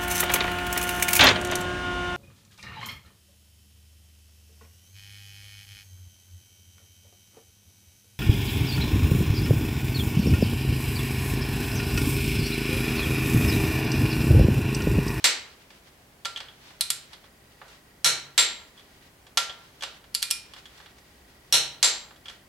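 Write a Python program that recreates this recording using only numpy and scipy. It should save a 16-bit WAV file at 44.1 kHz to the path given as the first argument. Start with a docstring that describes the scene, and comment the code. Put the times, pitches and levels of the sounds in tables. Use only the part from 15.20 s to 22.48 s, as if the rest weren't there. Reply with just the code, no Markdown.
"""Torque wrench in a garage

A click-type torque wrench tightens bolts on an engine block in a wooden garage. It lets go with a loud
crack and resets with a second one, the ratchet ticks, the socket knocks on bolt heads, hands rustle.
Each contact is a short coloured pulse with quick bounces that rings the steel and echoes in the garage.
Rustle, hiss and rumble are filtered noise; a small camera's motor gives faint sine pips.
A fast limiter holds the loud cracks down."""
import sys
import numpy as np
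from scipy import signal
from scipy.fft import rfft, irfft
from scipy.io import wavfile
from scipy.ndimage import uniform_filter1d, minimum_filter1d

SR = 44100
rng = np.random.default_rng(int(sys.argv[2]) if len(sys.argv) > 2 else 0)


def wav_out(sig):
    """Save sig, one row per channel (or a flat mono array), as 16-bit PCM at SR to the path in sys.argv[1]."""
    wavfile.write(sys.argv[1], SR, np.round(np.clip(np.atleast_2d(sig).T, -1, 1) * 32767).astype(np.int16))


def magnitude_from_level(level_db):
    """Linear magnitude for a level in decibels (20 dB per decade)."""
    exponent = np.asarray(level_db, float) / 20
    return 10 ** exponent


N = 321048   # length in samples

# Levels of contacts below are set before the boost that each kind of contact gets.
# The cam slips at the set torque. Each row: start in seconds, level in dB, added highs in dB,
# added bar ring in dB.
RELEASE = [(2.845, -6, -8, 6), (6.325, -4.5, -4, 0)]
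# The cam drops back as the pull eases. Each row: start in seconds, level in dB, added highs in dB,
# added bar ring in dB.
RESET = [(0.042, -9, -3, -7), (3.178, -9, -2.8, -2), (6.628, -8, -1.5, -8)]
# The pawl ticks over the teeth. Each row: start in seconds, level in dB, level of the graze before it
# in dB relative to the tick, favoured frequency in Hz.
RATCHET = [(1.609, -6.5, -57, 4100), (1.703, -6, -47, 7360), (1.932, -31.5, -43, 3300),
           (2.041, -43, -45, 3300), (4.949, -10, -12, 4580), (5.027, -9, -11, 4400), (5.11, -6, -12, 5460),
           (5.336, -31.5, -45, 3300), (5.363, -36, -45, 3300)]
# Socket and hand touch the bolts. Each row: start in seconds, level in dB, dullness in dB,
# added socket ping in dB, added bar ring in dB.
SOCKET = [(0.504, -40.5, 16, -11, -14), (1.049, -27.5, -6, 3.5, -6), (1.054, -18.5, 2.5, -19, 8.5),
          (1.161, -32, 9, 12.5, -3), (1.173, -30.5, 1, 7, 0), (1.203, -28, 15, -3, -6),
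          (1.285, -44, 17, 9, 0), (1.505, -43, 20, -9, -5), (2.415, -38, 62, -18, -17),
          (2.481, -44, -5, -15, -7), (3.577, -53, -1, 14.5, -14), (3.595, -45, 14, 3, -12),
          (3.823, -49, 9, -14, -12), (4.067, -42.5, 10, -3, -17), (4.173, -6, -4.5, -5, 4),
          (4.296, -31, 21, 6, -10), (4.609, -37, -1, 6, -8), (4.623, -24, 6, -6, -6),
          (4.634, -20.5, 6, -18, -9), (4.841, -46, 21, -6, -7), (5.456, -39, 7, 4.5, -13),
          (5.577, -43, 0, -8, -6), (5.601, -41.5, 32, -12, -8), (5.63, -52, 21, -5, -3),
          (5.66, -42, 19, -2, -12), (5.784, -45, 7, -18, -18), (6.908, -43.5, 47, -11, -7),
          (6.961, -49, 3, 2, -11), (7.057, -37.5, 11, 6, 3), (7.083, -34.5, 6, 8, -20),
          (7.097, -34, 5, -16, -1)]
# Basic tone colour of each kind of contact. Each row: frequency in Hz, relative level in dB.
RELEASE_COLOUR = [(60, -86), (150, -18.5), (400, -8), (650, -9.5), (1000, -11), (1500, -4), (2200, -2.5),
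                  (3000, -2), (4250, 4), (4950, -6), (5800, 4.5), (7600, 3), (9500, 0.5), (11500, -1),
                  (13500, -23), (15500, -56), (17000, -80.5)]
RESET_COLOUR = [(60, -76), (150, -17), (400, -4), (650, -4.5), (1000, -1.5), (1500, 0), (2200, 4.5),
                (3000, 1.5), (4100, 8.5), (5100, 2.5), (6200, 5), (7600, -1), (9500, -2), (11500, -7.5),
                (13500, -33), (15500, -44), (17000, -66)]
RATCHET_COLOUR = [(60, -68), (150, -65), (400, -20), (650, -22), (1000, -14.5), (1500, -9), (2200, -2),
                  (3000, 2), (4100, 4.5), (5100, 4), (6200, -5.5), (7600, -2.5), (9500, -1.5), (11500, -8),
                  (13500, -16), (15500, -26), (17000, -67)]
SOCKET_COLOUR = [(60, -48), (150, -53), (400, -7.5), (650, -6), (1000, -5), (1500, 1), (2200, 0),
                 (3000, 1.5), (4100, 2.5), (5100, -1), (6200, -6), (7600, -4), (9500, -10.5),
                 (11500, -14.5), (13500, -24), (15500, -40), (17000, -131)]
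# Ringing tones of wrench, socket and block. Each row: frequency in Hz, time to die by 60 dB in seconds,
# then basic ring level in dB for a release, a reset, a ratchet tick and a socket knock.
STEEL = [(139.2, 0.97, -52, -69, -60, -80), (800, 0.48, -51, -58, -65, -96),
         (960, 0.28, -40, -38, -50.5, -31), (1373, 0.25, -36, -28, -50.5, -24.5),
         (2284, 0.36, -38, -44, -53.5, -59), (2420, 0.3, -51, -48, -38, -54),
         (3373, 0.082, -23, -24.5, -32, -17), (3193, 0.067, -27, -39, -62, -17.5),
         (3980, 0.33, -44, -43, -61, -64), (4360, 0.1, -59, -62, -57, -63),
         (4640, 0.23, -64, -30, -46, -55), (5100, 0.051, -56.5, -48, -70, -36),
         (5700, 0.27, -48, -45, -43, -37), (5550, 0.038, -12, -50, -27, -50),
         (7390, 0.35, -52, -30, -55, -51), (7447, 0.21, -48, -23, -41, -34),
         (7040, 0.18, -47, -51, -50, -60), (10150, .04, -57, -54, -34, -62),
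         (15230, 0.18, -40, -36, -72, -72)]
# How long the garage echoes last. Each row: frequency in Hz, time to die by 60 dB in seconds.
GARAGE = [(250, 0.51), (660, 0.57), (1740, 0.46), (4590, 0.37), (12100, 0.23)]
# How alike the echoes are left and right. Each row: frequency in Hz, likeness from 0 to 1.
ROOM_LIKENESS = [(60, 0.91), (180, 1), (550, 0.95), (1650, 0.48), (4970, 0.34), (15000, 0.73)]
# Colour of hiss and rumble. Each row: frequency in Hz, relative level per Hz in dB.
FLOOR_COLOUR = [(12, -46), (20, -14), (60, -0.5), (108, -5), (135, -5.5), (212, -6), (351, -7.5),
                (404, -6.5), (551, -12.5), (599, -8.5), (1240, -15), (2370, -15), (3060, -20.5),
                (15200, -26.5), (16500, -37)]
# How alike hiss and rumble are left and right. Each row: frequency in Hz, likeness from 0 to 1.
FLOOR_LIKENESS = [(60, 1.0), (150, 0.98), (380, 0.82), (950, 0.19), (2380, 0.041), (5980, 0.26),
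                  (15000, 0.93)]
# Faint steady tones. Each row: frequency in Hz, rms level in dB.
STEADY_TONES = [(140, -73), (409, -77), (15734, -87)]
# Hands and sleeves moving over the work. Each row: time in seconds, rms level in dB before the lumps.
RUSTLE = [(0, -52.5), (.4, -56.5), (1.0, -71), (1.35, -55.5), (1.95, -58), (2.1, -67), (2.42, -63),
          (2.52, -54), (2.7, -71), (3.55, -60), (3.9, -64), (4.1, -75), (4.45, -57.5), (4.85, -62.5),
          (5.3, -57), (5.62, -54.5), (5.72, -61.5), (6.3, -63), (6.92, -73), (7.12, -55.5), (7.28, -88)]
# The camera's lens motor at work. Each row: start in seconds, end in seconds.
MOTOR_RUNS = [(2.05, 3.9), (5.55, 7.5)]
BAND_EDGES_HZ = 18 * 2 ** np.arange(0, 10.1, .5)   # half an octave apart


def at_hz(points, hz):
    """Reads a table of frequency and value, spacing the frequencies as octaves."""
    table_hz, values = np.transpose(points)
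    return np.interp(np.log(hz), np.log(table_hz), values)


def stereo_bands(size, likeness, gain):
    """Half-octave bands of noise; the sum and difference of two noises set left-right likeness."""
    out, white = 0, rng.standard_normal((2, 2, size))
    for k, (low, high) in enumerate(zip(BAND_EDGES_HZ, BAND_EDGES_HZ[1:])):
        band = signal.butter(2, [low, high], "band", fs=SR, output="sos")
        mid, side = signal.sosfilt(band, white[k % 2])   # neighbours use different noise
        hz = np.sqrt(low * high)
        alike = np.clip(at_hz(likeness, hz), 0, 1)
        stereo = np.sqrt(1 + alike) * mid + np.sqrt(1 - alike) * side * [[1], [-1]]
        out = out + gain(hz) * stereo
    return out


def floor(level_db=-57.5):
    """Microphone hiss over distant rumble, as coloured noise, with faint steady sine tones."""
    noise = stereo_bands(N, FLOOR_LIKENESS, lambda hz: magnitude_from_level(at_hz(FLOOR_COLOUR, hz)))
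    t = np.arange(N) / SR
    tones = 0
    for hz, rms_db in STEADY_TONES:
        # a sine peaks 3 dB above its rms level
        tones = tones + magnitude_from_level(rms_db + 3) * np.sin(2 * np.pi * hz * t + rng.uniform(0, 6))
    return magnitude_from_level(level_db) * noise / noise.mean(axis=0).std() + tones


def rustle(lumps_per_s=31.0, lumpy_db=3.5):
    """Soft scuffing of hands and sleeves: mid-range noise whose level wanders in quick lumps."""
    band = signal.butter(2, [870, 4730], "band", fs=SR, output="sos")
    noise = signal.sosfilt(band, rng.standard_normal((2, N)))
    t = np.arange(N) / SR
    knots = np.arange(0, N / SR + 1, 1 / lumps_per_s)
    lumps_db = lumpy_db * np.interp(t, knots, rng.standard_normal(len(knots)))
    times, levels_db = np.transpose(RUSTLE)
    return magnitude_from_level(np.interp(t, times, levels_db) + lumps_db) * noise / noise.std()


def lens_motor(first_pip_s=.002, frames_per_s=29.97, idle_drop_db=-14.0):
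    """The motor steps once a frame, a short pip of two sines, fainter while it idles."""
    t = np.arange(N) / SR
    since = (t - first_pip_s) % (1 / frames_per_s)
    running = sum((t > start) & (t < end) for start, end in MOTOR_RUNS)
    idle_db = idle_drop_db * (1 - running)
    pips = 0
    # peak level in dB while running, frequency in Hz, length in seconds
    for peak_db, hz, pip_s in [(-62, 1920, 0.026), (-62.5, 4800, 0.0098)]:
        swell = np.sin(np.pi * np.clip(since / pip_s, 0, 1)) ** 2
        pips = pips + magnitude_from_level(peak_db + idle_db) * swell * np.sin(2 * np.pi * hz * t)
    return pips


def pulse(level_db):
    """The shortest causal pulse with this spectrum (minimum phase), scaled to height 1."""
    cepstrum = irfft(level_db * np.log(10) / 20)
    half = len(cepstrum) // 2
    # fold the second half onto the first, so that nothing sounds ahead of the hit
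    cepstrum[1:half] *= 2
    cepstrum[half + 1:] = 0
    shape = irfft(np.exp(rfft(cepstrum)))
    return shape / np.abs(shape).max()


def contact_colour(colour, hz, low_db, high_db, band_hz, band_db):
    """Spectrum of one contact in dB: its kind's colour with more or less lows, highs and one band."""
    level_db = at_hz(colour, hz) + low_db / (1 + (hz / 1900) ** 4) + high_db / (1 + (6000 / hz) ** 6)
    level_db += band_db * np.exp(-.5 * ((hz - band_hz) / 250) ** 2)
    # every contact lands on another spot and favours other bands, with a spread of 2 dB
    return level_db + np.interp(hz, np.arange(0, SR / 2, 700), 2.0 * rng.standard_normal(32))


def ring_steel(strikes, column):
    """Each steel tone is a resonator that a strike sets ringing and that dies away by itself."""
    rings = 0
    for k, mode in enumerate(STEEL):
        hz, t60_s = mode[:2]
        r, w = magnitude_from_level(-60 / (t60_s * SR)), 2 * np.pi * hz / SR   # decay and turn per sample
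        if k == 3:
            row = 3   # the bar
        elif k in (6, 7):
            row = 2   # the socket
        else:
            row = int(hz > 6500)   # other tones, low or high
        # hits drive the low and high tones unevenly
        uneven = magnitude_from_level(3.9 * (row < 2) * rng.standard_normal(64))[np.arange(N) % 61]
        drive = strikes[row] * uneven + 1e-18   # the tiny offset keeps the numbers from vanishing
        ring = signal.lfilter([0, np.sin(w)], [1, -2 * r * np.cos(w), r * r], drive)
        rings = rings + magnitude_from_level(mode[column]) * ring
    return rings


def contacts(events, colour, column, boost_db, wet_db, snap_db):
    """A crack rings the steel, then bounces seven times; returns direct sound and sound to the walls."""
    hz, size = np.maximum(np.arange(1025) * SR / 2048, 20), 2048   # pulse length in samples
    close, far = np.zeros((2, N + size)), np.zeros((2, N + size))
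    strikes = np.zeros((4, N))   # what drives the low tones, high tones, socket and bar
    for s, hit_db, low_db, high_db, socket_db, bar_db, chatter_ms, pan_db, band_hz, band_db in events:
        late_draw, height_draw, sign_draw = rng.random((3, 7))
        late = np.append(0, late_draw)   # the crack itself, then seven bounces
        spread_ms = chatter_ms * (3 if hit_db < -36 else 1)   # light touches bounce for longer
        at = np.round((s + late * spread_ms / 1000) * SR).astype(int)
        bounce_db = -np.append(0, 3.6 + 4.2 * height_draw) - 2.3 * late
        heights = magnitude_from_level(hit_db + boost_db + bounce_db) * np.append(1, np.sign(sign_draw - .5))
        sides = magnitude_from_level(np.array([[.5], [-.5]]) * pan_db)
        level_db = contact_colour(colour, hz, low_db, high_db, band_hz, band_db)
        far[:, at[0]:at[0] + size] += heights[0] * sides * pulse(level_db)
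        # the topmost treble beams straight at the microphone, so snap_db shapes only the close sound
        soft = np.clip((-10.0 - hit_db) / 20.0, 0, 1)   # a gentle touch is fainter and duller
        snap = (snap_db - 13.0 * soft) / (1 + (12500 / hz) ** 8)
        crack = magnitude_from_level(-6.0 * soft) * pulse(level_db + snap)
        for i, height in zip(at, heights):
            close[:, i:i + size] += height * sides * crack
        drive_db = np.array([-abs(low_db) / 2, min(high_db, 0), socket_db, bar_db])
        strikes[:, at[0]] += heights[0] * magnitude_from_level(drive_db)
    rings = ring_steel(strikes, column)
    direct = close[:, :N] + magnitude_from_level(3.0) * rings
    to_walls = magnitude_from_level(wet_db) * (far[:, :N] + .2 * rings)   # a fifth of the ringing reaches the walls
    return np.array([direct, to_walls])


def cam(rows, lows_db, band_hz):
    """Cam cracks share their bounces, lows and place, and one band stands out in each kind."""
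    ping_db, chatter_ms, pan_db, band_db = 0, 10.0, -0.8, 6.5
    return [(s, hit_db, lows_db, high_db, ping_db, bar_db, chatter_ms, pan_db, band_hz, band_db)
            for s, hit_db, high_db, bar_db in rows]


def cam_reset():
    """The cam drops back as the pull eases: a bright crack that favours a high band."""
    return contacts(cam(RESET, lows_db=-4.0, band_hz=7830), RESET_COLOUR, column=3,
                    boost_db=12.0, wet_db=2.0, snap_db=20.0)


def garage(source, near_db=-19.5, near_t60_s=0.035, walls_db=-28.5, fade_in_s=0.00057):
    """Dense noise-like echoes: quick ones off block and bench, then the walls dying band by band."""
    t = np.arange(SR) / SR

    def decay(hz):
        """Level of the echoes in one band over time, near and wall echoes added."""
        near = magnitude_from_level(near_db - 60 * t / near_t60_s)
        walls = magnitude_from_level(walls_db - 60 * t / at_hz(GARAGE, hz))
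        return near + walls

    echoes = stereo_bands(SR, ROOM_LIKENESS, decay) * np.clip(t / fade_in_s, 0, 1)
    return signal.fftconvolve(source, echoes, axes=1)[:, :N]


def side_of(hit_db):
    """Left-over-right level in dB: gentle touches come from the hand on the right."""
    return max(0.2 * hit_db, -2)


def socket_knocks():
    """Socket and hand touch the bolts; a dull knock has more lows and fewer highs."""
    lows_share, chatter_ms, band_hz = 0.36, 5.3, 3300   # the rest of the dullness is lost highs
    events = []
    for s, hit_db, dull_db, ping_db, bar_db in SOCKET:
        low_db, high_db = lows_share * dull_db, (lows_share - 1) * dull_db
        band_db = max(ping_db, 0)   # a strong ping colours the knock too
        events.append((s, hit_db, low_db, high_db, ping_db, bar_db, chatter_ms, side_of(hit_db),
                       band_hz, band_db))
    return contacts(events, SOCKET_COLOUR, column=5, boost_db=1.5, wet_db=1.0, snap_db=-23.0)


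def ratchet():
    """The pawl grazes a tooth tip, then ticks; weak ticks are dull and ring the bar less."""
    full_tick_db, graze_lead_s, chatter_ms = -9.5, 0.0055, 3.1
    ping_db, full_bar_db = 5.5, 9.5
    events = []
    for s, hit_db, graze_db, band_hz in RATCHET:
        weak_db = max(full_tick_db - hit_db, 0)
        graze_hit_db = hit_db + graze_db
        events.append((s - graze_lead_s, graze_hit_db, -5, 3, ping_db, -full_bar_db, chatter_ms,
                       side_of(graze_hit_db), band_hz, 0))
        low_db = 4.5 + 0.77 * weak_db
        high_db = 8 - 0.59 * weak_db
        bar_db = full_bar_db - .45 * weak_db
        events.append((s, hit_db, low_db, high_db, ping_db, bar_db, chatter_ms,
                       side_of(hit_db), band_hz, 7.5))
    return contacts(events, RATCHET_COLOUR, column=4, boost_db=1.0, wet_db=-2.5, snap_db=10.0)


def cam_release():
    """The cam slips at the set torque: the loud crack as the wrench lets go."""
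    return contacts(cam(RELEASE, lows_db=-2.6, band_hz=4070), RELEASE_COLOUR, column=2,
                    boost_db=11.5, wet_db=0.5, snap_db=22.0)


def scene():
    """Steel contacts echo in the garage over rustle, hiss, rumble and the camera's motor."""
    direct, to_walls = cam_reset() + socket_knocks() + ratchet() + cam_release()
    return direct + garage(to_walls) + rustle() + floor() + lens_motor()


def top_cut(x):
    """Nothing passes above the cut-off."""
    return signal.sosfilt(signal.butter(12, 16970, fs=SR, output="sos"), x)


def record(dry, ceiling_db=-3.5, release_db_s=907.0):
    """A fast limiter turns loud cracks down and lets go within milliseconds; spikes are rounded."""
    t = np.arange(N) / SR
    over_db = np.maximum(20 * np.log10(np.abs(dry).max(axis=0) + 1e-9) - ceiling_db, 0)
    # hold each peak, then let go at a steady rate in dB per second
    held_db = np.maximum.accumulate(over_db + release_db_s * t) - release_db_s * t
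    ahead_db = -minimum_filter1d(-held_db, size=111)   # it acts 55 samples early
    limited = dry * magnitude_from_level(-uniform_filter1d(ahead_db, size=45))
    top = .75   # the tallest spikes bend smoothly towards this height
    rounded = top * np.tanh(limited / top)
    treble_cut = signal.cheby2(12, 60, 17300, fs=SR, output="sos")
    mix = signal.sosfilt(treble_cut, rounded)
    return top_cut(mix)


dry = scene()
out = record(dry)
wav_out(out)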